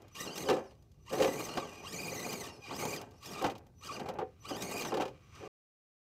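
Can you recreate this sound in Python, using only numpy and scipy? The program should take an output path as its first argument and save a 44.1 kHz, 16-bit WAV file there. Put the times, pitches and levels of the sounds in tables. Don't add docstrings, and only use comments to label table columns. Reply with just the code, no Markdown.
import sys
import numpy as np
from scipy import signal
from scipy.fft import rfft, irfft, next_fast_len
from scipy.io import wavfile

SR = 44100
rng = np.random.default_rng(int(sys.argv[2]) if len(sys.argv) > 2 else 0)


def wav_out(sig):
    wavfile.write(sys.argv[1], SR, np.round(np.clip(np.atleast_2d(sig).T, -1, 1) * 32767).astype(np.int16))


N = 270754
TIME = np.arange(N) / SR
FULL_SPEED_HZ, CUTOFF_HZ, STOP_S = 2200, 15500, 5.479


def from_db(db):
    return 10 ** (np.asarray(db) / 20)

def rms_one(x):
    return x / np.sqrt(np.mean(x ** 2) + 1e-20)

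def drift(hz):
    r = np.exp(-2 * np.pi * hz / SR)
    return rms_one(signal.lfilter([1], [1, -2 * r, r * r], rng.standard_normal(N + SR))[SR:])

def grains(per_s, spread_db):
    sizes = from_db(spread_db * np.clip(rng.standard_normal(N), -2, 2)) * rng.choice([-1, 1], N)
    return rms_one(sizes * (rng.random(N) < per_s / SR))

def blows(table, column, t60, snap, squash_s):
    out, t = np.zeros(N + SR), TIME[:SR // 4]
    for row in table:
        shower = rng.standard_normal(len(t)) * from_db(-60 * t / t60) * (1 - np.exp(-t / squash_s))
        shower[0] = snap
        at = round(row[0] * SR)
        out[at:at + len(t)] += from_db(row[column]) * shower
    return out[:N]

def colour(x, curve):
    size = 2 * next_fast_len(N // 2 + SR // 4)
    hz, db = np.transpose(curve)
    bin_hz = np.arange(size // 2 + 1) * SR / size
    gain = rms_one(from_db(np.interp(np.log(bin_hz + 1), np.log(hz), db)))
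    cepstrum = irfft(np.log(gain))
    cepstrum[1:size // 2] *= 2
    cepstrum[size // 2 + 1:] = 0
    return irfft(rfft(x, size) * np.exp(rfft(cepstrum)))[:N]

def resonate(force, modes):
    t = TIME[:SR // 2]
    ring = sum((-1) ** k * from_db(db - 60 * t / t60) * np.sin(2 * np.pi * hz * t)
               for k, (hz, db, t60) in enumerate(modes))
    return signal.fftconvolve(force, ring / np.linalg.norm(ring))[:N]

def soften(x, hz):
    return signal.sosfilt(signal.butter(1, hz, fs=SR, output="sos"), x)

def scatter(x, echo_db, t60, wall_hz):
    t = TIME[:SR // 2]
    echoes = rng.standard_normal(len(t)) * (t > .001) * from_db(-60 * t / t60)
    echoes = soften(echoes / np.linalg.norm(echoes), wall_hz)
    return x + from_db(echo_db) * signal.fftconvolve(x, echoes)[:N]

def gate(start, end, attack_s, release_db_per_s):
    swell = .5 + .5 * np.tanh(2 * (TIME - start) / attack_s - 1)
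    return swell * from_db(-release_db_per_s * np.maximum(TIME - end, 0))

def envelopes(cues, attack_s, release_db_per_s, column=2):
    return [from_db(cue[column]) * gate(cue[0], cue[1], attack_s, release_db_per_s) for cue in cues]

def throttle(on, off, attack_s):
    return gate(on, off, attack_s, release_db_per_s=170.5)

def with_speed(tooth_hz, db_per_octave):
    return from_db(db_per_octave * np.log2(tooth_hz / FULL_SPEED_HZ))


# freq_hz, gain_db
WIND_EQ = [(20, -52), (45, -9.5), (85, -0.5), (125, -2), (200, -13.5), (400, -20.5), (1000, -50.5)]
AIR_EQ = [(15, -20.5), (25, -3.5), (146, -7.5), (344, -35), (673, -19.5), (811, -31.5), (1310, -37.5),
          (2130, -32.5), (3010, -40), (3440, -29.5), (5880, -28.5), (10900, -55), (15000, -43)]

def outdoors(wind_db=-60, gust_db=0.5, air_db=-77.5):
    wind = from_db(wind_db + gust_db * drift(3)) * colour(rng.standard_normal(N), WIND_EQ)
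    return wind + from_db(air_db) * colour(rng.standard_normal(N), AIR_EQ)


# start_s, end_s, level_db
SERVO_HOLDS = [(-.04, 0.118, -71.5), (4.21, 4.388, -76), (5.075, 5.317, -70), (5.318, 5.48, -58.5)]
# freq_hz, gain_db
SERVO_EQ = [(600, -31.5), (1200, 1.5), (1700, -14), (2300, -4), (2900, -7), (3400, -13), (4300, -15.5),
            (6000, -16.5), (15000, -45)]

def servo():
    level = sum(envelopes(SERVO_HOLDS, attack_s=.044, release_db_per_s=159.5))
    return level * colour(grains(2500, spread_db=2), SERVO_EQ)


# start_s, end_s, scrabble_db, groan_db
SLIDES = [(-.02, 0.03, -54.5, -74), (0.423, .485, -44, -40.5), (0.485, 0.536, -36, -33.5),
          (0.548, 0.603, -40, -53), (1.1, 1.25, -38.5, -34.5), (2.1, 2.23, -42.5, -62),
          (2.83, 2.863, -42, -62), (3.405, 3.514, -40.5, -54), (3.53, 3.605, -52.5, -66),
          (3.995, 4.1, -40, -58), (4.13, 4.19, -44, -61), (4.19, 4.206, -46, -49.5),
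          (4.818, 4.879, -40, -58), (4.918, 4.96, -35, -43), (4.975, 5.028, -36, -45),
          (5.391, 5.452, -47, -50)]
# freq_hz, gain_db
TYRE_EQ = [(40, -33), (110, -5), (170, 2), (240, 3.5), (420, 1.5), (540, -4.5), (660, 5), (800, 0.5),
           (1200, -12), (1600, -14), (2600, -18.5), (5000, -44.5), (15000, -67.5)]
# pitch_hz, level_db, t60_s
BODY_MODES = [(264.3, -9.5, 0.068), (303, -3, 0.093), (352, -6.5, 0.14), (381.5, -5.5, 0.16),
              (429.5, -2, 0.11), (477, -8.5, 0.14), (510.3, -2.5, .18), (544.2, -.5, 0.18),
              (617, -10, 0.12), (758.5, -3, 0.13), (789, -10, 0.068), (1041, -14.5, 0.13), (1277, -12, .08),
              (1734, -11.5, 0.097)]

def tyres(tooth_hz, scrub_db=-4.5, hollow_db=-14, creep_db=-72, lumpy_db=2, lag_s=.052):
    driven = [from_db(scrabble_db) * gate(on + lag_s, off, attack_s=.069, release_db_per_s=115)
              for on, off, *_, scrabble_db, _, _ in BURSTS]
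    rolling = (np.max(driven, axis=0) + from_db(creep_db)) * with_speed(tooth_hz, db_per_octave=1)
    sliding = np.max(envelopes(SLIDES, attack_s=.02, release_db_per_s=218.5), axis=0)
    groan = np.max(envelopes(SLIDES, attack_s=.02, release_db_per_s=202.5, column=3), axis=0)
    slips = np.hypot(rolling, sliding) * from_db(lumpy_db * drift(25)) * grains(1800, spread_db=5.5)
    judder = groan * grains(900, spread_db=2)
    hollow = resonate(from_db(hollow_db) * slips + judder, BODY_MODES)
    return from_db(scrub_db) * colour(slips, TYRE_EQ) + hollow


# start_s, level_db
GRIT_SNAPS = [(.0194, -51.5), (.0816, -51), (.378, -25.5), (.824, -57), (.9168, -58), (2.8524, -27.5),
              (2.9624, -32), (3.0143, -37), (3.1097, -52), (3.228, -45), (3.4225, -31.5), (3.5154, -44),
              (3.5806, -45.5), (3.6667, -55.5), (4.0864, -40), (4.138, -50), (4.6215, -26)]
# freq_hz, gain_db
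GRIT_EQ = [(800, -17), (2000, -1), (3300, 1.5), (6300, 1.5), (9500, -11), (12500, -4.5), (16000, -9)]

def grit(trim_db=-8):
    snaps = blows(GRIT_SNAPS, column=1, t60=.034, snap=3.4, squash_s=.0008)
    return from_db(trim_db) * colour(snaps, GRIT_EQ)


# start_s, end_s, level_db
WHISTLES = [(0.112, .15, -69), (.66, 0.804, -81), (0.996, 1.08, -74), (1.616, 1.85, -68.5),
            (2.494, 2.709, -69.5), (3.17, 3.22, -69.5), (3.745, 3.83, -71.5), (4.396, 4.47, -65.5),
            (5.221, 5.33, -76), (5.327, 5.483, -73)]

def controller(switch_hz=5959, octave_db=-15, waver_db=4):
    phase = 2 * np.pi * switch_hz * TIME
    level = sum(envelopes(WHISTLES, attack_s=.015, release_db_per_s=164.5))
    whistle = np.sin(phase) + from_db(octave_db) * np.sin(2 * phase)
    return level * from_db(waver_db * drift(16)) * whistle


# time_s, tooth_rate_hz
SPEED_CURVES = [
    [(.1, 500), (.14, 950), (.18, 1762), (.24, 2030), (.277, 1359), (.32, 1554), (.345, 1454), (.375, 2025),
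     (.43, 2057), (.46, 1568), (.63, 1036), (.8, 503)],
    [(1.0, 612), (1.09, 1041), (1.13, 1820), (1.24, 2260), (1.29, 1900), (1.38, 2340), (1.46, 2005),
     (1.5, 1348), (1.56, 1540), (1.65, 1068), (1.72, 819)],
    [(1.83, 830), (1.89, 1644), (1.94, 2134), (2.04, 2360), (2.2, 2020), (2.3, 2263), (2.39, 2179),
     (2.46, 1681), (2.5, 960), (2.58, 850)],
    [(2.69, 807), (2.75, 1700), (2.8, 2179), (2.945, 2360), (2.995, 1264), (3.08, 600), (3.135, 959.6),
     (3.155, 866.4), (3.175, 940.4)],
    [(3.21, 823), (3.26, 1793), (3.325, 1790), (3.365, 1248), (3.45, 1004), (3.6, 384)],
    [(3.78, 504), (3.83, 1413), (3.855, 1498), (3.89, 1330), (3.945, 1391), (4.0, 1009), (4.3, 404)],
    [(4.42, 756), (4.48, 1616), (4.545, 1506), (4.65, 2160), (4.72, 2200), (4.775, 2500), (4.87, 1970),
     (4.95, 904), (5.15, 621)],
    [(5.32, 810), (5.35, 1254), (5.48, 1146)],
]
# start_s, end_s, attack_s, gear_load_db, whine_over_rattle_db, scrabble_db, surge_peak_s, surge_depth
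BURSTS = [(.143, 0.531, 0.0096, -41.5, 1, -45, 0.35, 0.04),
          (1.054, 1.648, 0.034, -42.5, -2, -41, 1.23, 0.02),
          (1.676, 1.88, 0.016, -46, -5.5, -48, 1.64, 0.01), (1.835, 2.486, .03, -42, 1.5, -45, 2.142, .07),
          (2.597, 2.974, 0.045, -41.5, 0, -41, 3.25, 0.05),
          (3.201, 3.46, 0.049, -42.5, -1, -41.5, 3.95, 0.06),
          (3.807, 3.954, 0.041, -42, 0, -42.5, 3.945, .15), (4.413, 4.9, 0.056, -42.5, 2, -40, 4.57, .04),
          (5.305, 5.482, 0.041, -58, -9, -52, 5.5, 0)]

def tooth_rate(teeth_per_turn=113):
    points = [point for curve in SPEED_CURVES for point in curve]
    base_hz = np.interp(TIME, *np.transpose(points))
    turns = np.cumsum(base_hz) / SR / teeth_per_turn
    surge = 0
    for on, off, attack, *_, peak_s, depth in BURSTS:
        shaft_angle = 2 * np.pi * (turns - np.interp(peak_s, TIME, turns))
        surge += depth * throttle(on, off, attack) * np.cos(shaft_angle)
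    return base_hz * (1 + surge)


# tooth_rate_multiple, level_db
WHINE_HARMONICS = [(1, 1.5), (2, -0.5), (3, 2), (4, -3), (5, -6), (7, -5)]

def gear_whine(tooth_hz, between_db=-13, between_slope_db=-5.7):
    phase = 2 * np.pi * np.cumsum(tooth_hz * (1 + .04 * drift(150))) / SR
    whine = 0
    for thirds in range(3, 22):
        multiple = thirds / 3
        level_db = np.interp(multiple, *np.transpose(WHINE_HARMONICS))
        if thirds % 3:
            level_db += between_db + between_slope_db * multiple
        swell_db = 7 * np.tanh(drift(55))
        partial = np.sin(multiple * phase + rng.uniform(0, 2 * np.pi))
        whine += from_db(level_db + swell_db) * partial * (multiple * tooth_hz < CUTOFF_HZ)
    return rms_one(whine)


# freq_hz, gain_db
GEARBOX_EQ = [(600, -7.5), (1170, 5.5), (1550, 0.5), (2350, -1), (2950, 11.5), (3270, -2), (3600, 0.5),
              (4750, -2), (5600, -5.5), (6250, 3), (7400, 1), (10000, -5.5), (12500, 1), (15500, -6.5)]
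AXLE_EQ = [(60, -33.5), (120, -8.5), (175, -1), (240, -13), (500, -12.5), (1500, -36.5)]
# pitch_hz, level_db, t60_s
GEARBOX_MODES = [(1162, 8, 0.02), (1297, -2.5, 0.052), (2000, -11, 0.017), (2270, -1, 0.0074),
                 (2766, 1.5, 0.0077), (2907, 4, 0.0037), (4844, -0.5, 0.019), (5094, -7, 0.057),
                 (5615, -0.5, .02), (6080, -3, 0.031), (7584, -13.5, 0.01), (7445, -2.5, 0.032),
                 (9020, -0.5, 0.0042)]

def gears(tooth_hz, whine_db=-2, rattle_db=-2.5, idle_db=-45, box_db=-6, axle_db=-6.5, hard_hz=1950):
    rattle = grains(5000, spread_db=3.5) * from_db(rattle_db + 3.37 * drift(70))
    sing = sum(from_db(db) * throttle(on, off, attack) for on, off, attack, _, db, *_ in BURSTS)
    contact = (from_db(whine_db) * sing * gear_whine(tooth_hz) + rattle) / np.sqrt(1 + sing ** 2)
    torques = [from_db(db) * throttle(on, off, attack) for on, off, attack, db, *_ in BURSTS]
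    driven = np.max(torques, axis=0) * with_speed(tooth_hz, db_per_octave=7)
    idle = from_db(idle_db) * with_speed(tooth_hz, db_per_octave=19)
    load = np.maximum(driven, idle) * from_db(1.03 * drift(25))
    hardness = np.clip(tooth_hz / hard_hz, 0, 1) ** 3
    force = load * (hardness * contact + 1.68 * (1 - hardness) * soften(contact, hz=5800))
    rumble = from_db(axle_db) * colour(load * hardness * rng.standard_normal(N), AXLE_EQ)
    walls = scatter(colour(force, GEARBOX_EQ), echo_db=-3, t60=.035, wall_hz=15000)
    return from_db(box_db) * (walls + resonate(force, GEARBOX_MODES)) + rumble


# start_s, thud_db, crack_db, boom_db
KNOCKS = [(.487, -16.5, -31.5, -18.5), (.498, -21, -30, -19.5), (.506, -18, -50, -23),
          (.529, -28.5, -39.5, -38), (.565, -29.5, -46, -33.5), (.709, -104, -60, -69),
          (1.134, -26, -41, -60), (1.182, -36.5, -40, -37), (1.201, -19.5, -33, -23.5),
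          (1.222, -18, -27.5, -27), (1.245, -18.5, -30.5, -26.5), (1.278, -20.5, -39, -30),
          (1.397, -22.5, -56, -56), (1.572, -15.5, -35, -29.5), (2.115, -35.5, -68, -39),
          (2.71, -26, -46, -55), (2.821, -21.5, -50, -37), (2.852, -21, -58, -48), (3.014, -38, -49, -61),
          (3.414, -24, -45, -27), (3.442, -12, -32.5, -24.5), (3.463, -19.5, -37.5, -57),
          (3.483, -25.5, -53, -34.5), (3.498, -31, -41.5, -53), (3.552, -35.5, -51, -79),
          (3.996, -28.5, -43.5, -42), (4.058, -26, -52, -46), (4.088, -26, -42.5, -31.5),
          (4.187, -19.5, -47.5, -33), (4.214, -25, -78, -28.5), (4.506, -26.5, -62, -28),
          (4.82, -30, -36.5, -39), (4.849, -24, -35.5, -37), (4.92, -20, -48, -28),
          (4.941, -22, -37.5, -30), (4.97, -22, -39.5, -28.5), (4.999, -18, -43, -42),
          (5.008, -27, -37.5, -39), (5.019, -19.5, -38, -31.5), (5.053, -30, -44, -37.5),
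          (5.079, -36, -49, -44.5)]
# freq_hz, gain_db
THUD_EQ = [(35, -29), (70, -10.5), (110, 2.5), (330, 0.5), (550, -1), (780, 9.5), (1000, -1), (1300, -3),
           (1700, -15), (2900, -17), (4000, -27), (15000, -63)]
CRACK_EQ = [(500, 1), (1500, -2), (2900, 6.5), (3400, 1), (4500, -1.5), (6300, -3.5), (9500, -15.5),
            (12500, -16), (16000, -18.5)]

def knocks(thud_db=-11.5, crack_db=-2.5, boom_db=4):
    thud = colour(blows(KNOCKS, column=1, t60=.1, snap=5.5, squash_s=.0016), THUD_EQ)
    crack = colour(blows(KNOCKS, column=2, t60=.077, snap=3.3, squash_s=.0006), CRACK_EQ)
    boom = resonate(blows(KNOCKS, column=3, t60=.028, snap=4, squash_s=.00097), BODY_MODES)
    return from_db(thud_db) * thud + from_db(crack_db) * crack + from_db(boom_db) * boom


# start_s, end_s, level_db
COASTS = [(0.598, 0.674, -70), (1.573, 1.644, -63), (2.45, 2.548, -62), (3.11, 3.18, -74)]

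def rotor(tooth_hz, lower_db=-7, octave_db=-13):
    phase = 2 * np.pi * np.cumsum(tooth_hz * (1 + .022 * drift(150))) / SR
    octave = from_db(octave_db) * (12 * tooth_hz < CUTOFF_HZ) * np.sin(12 * phase)
    whine = np.sin(6 * phase) + from_db(lower_db) * np.sin(5 * phase) + octave
    level = sum(envelopes(COASTS, attack_s=.041, release_db_per_s=172))
    return level * from_db(2 * drift(50)) * whine


def scene():
    tooth_hz = tooth_rate()
    truck = gears(tooth_hz) + rotor(tooth_hz) + servo() + tyres(tooth_hz) + knocks() + grit()
    in_gully = scatter(truck, echo_db=-9, t60=.049, wall_hz=4000)
    return (in_gully + controller() + outdoors())[None]

def record(dry):
    stopped = dry * np.clip((STOP_S - TIME) * SR / 64, 0, 1) + 1e-18
    return signal.sosfilt(signal.ellip(10, .1, 80, CUTOFF_HZ, fs=SR, output="sos"), stopped)


dry = scene()
out = record(dry)
wav_out(out)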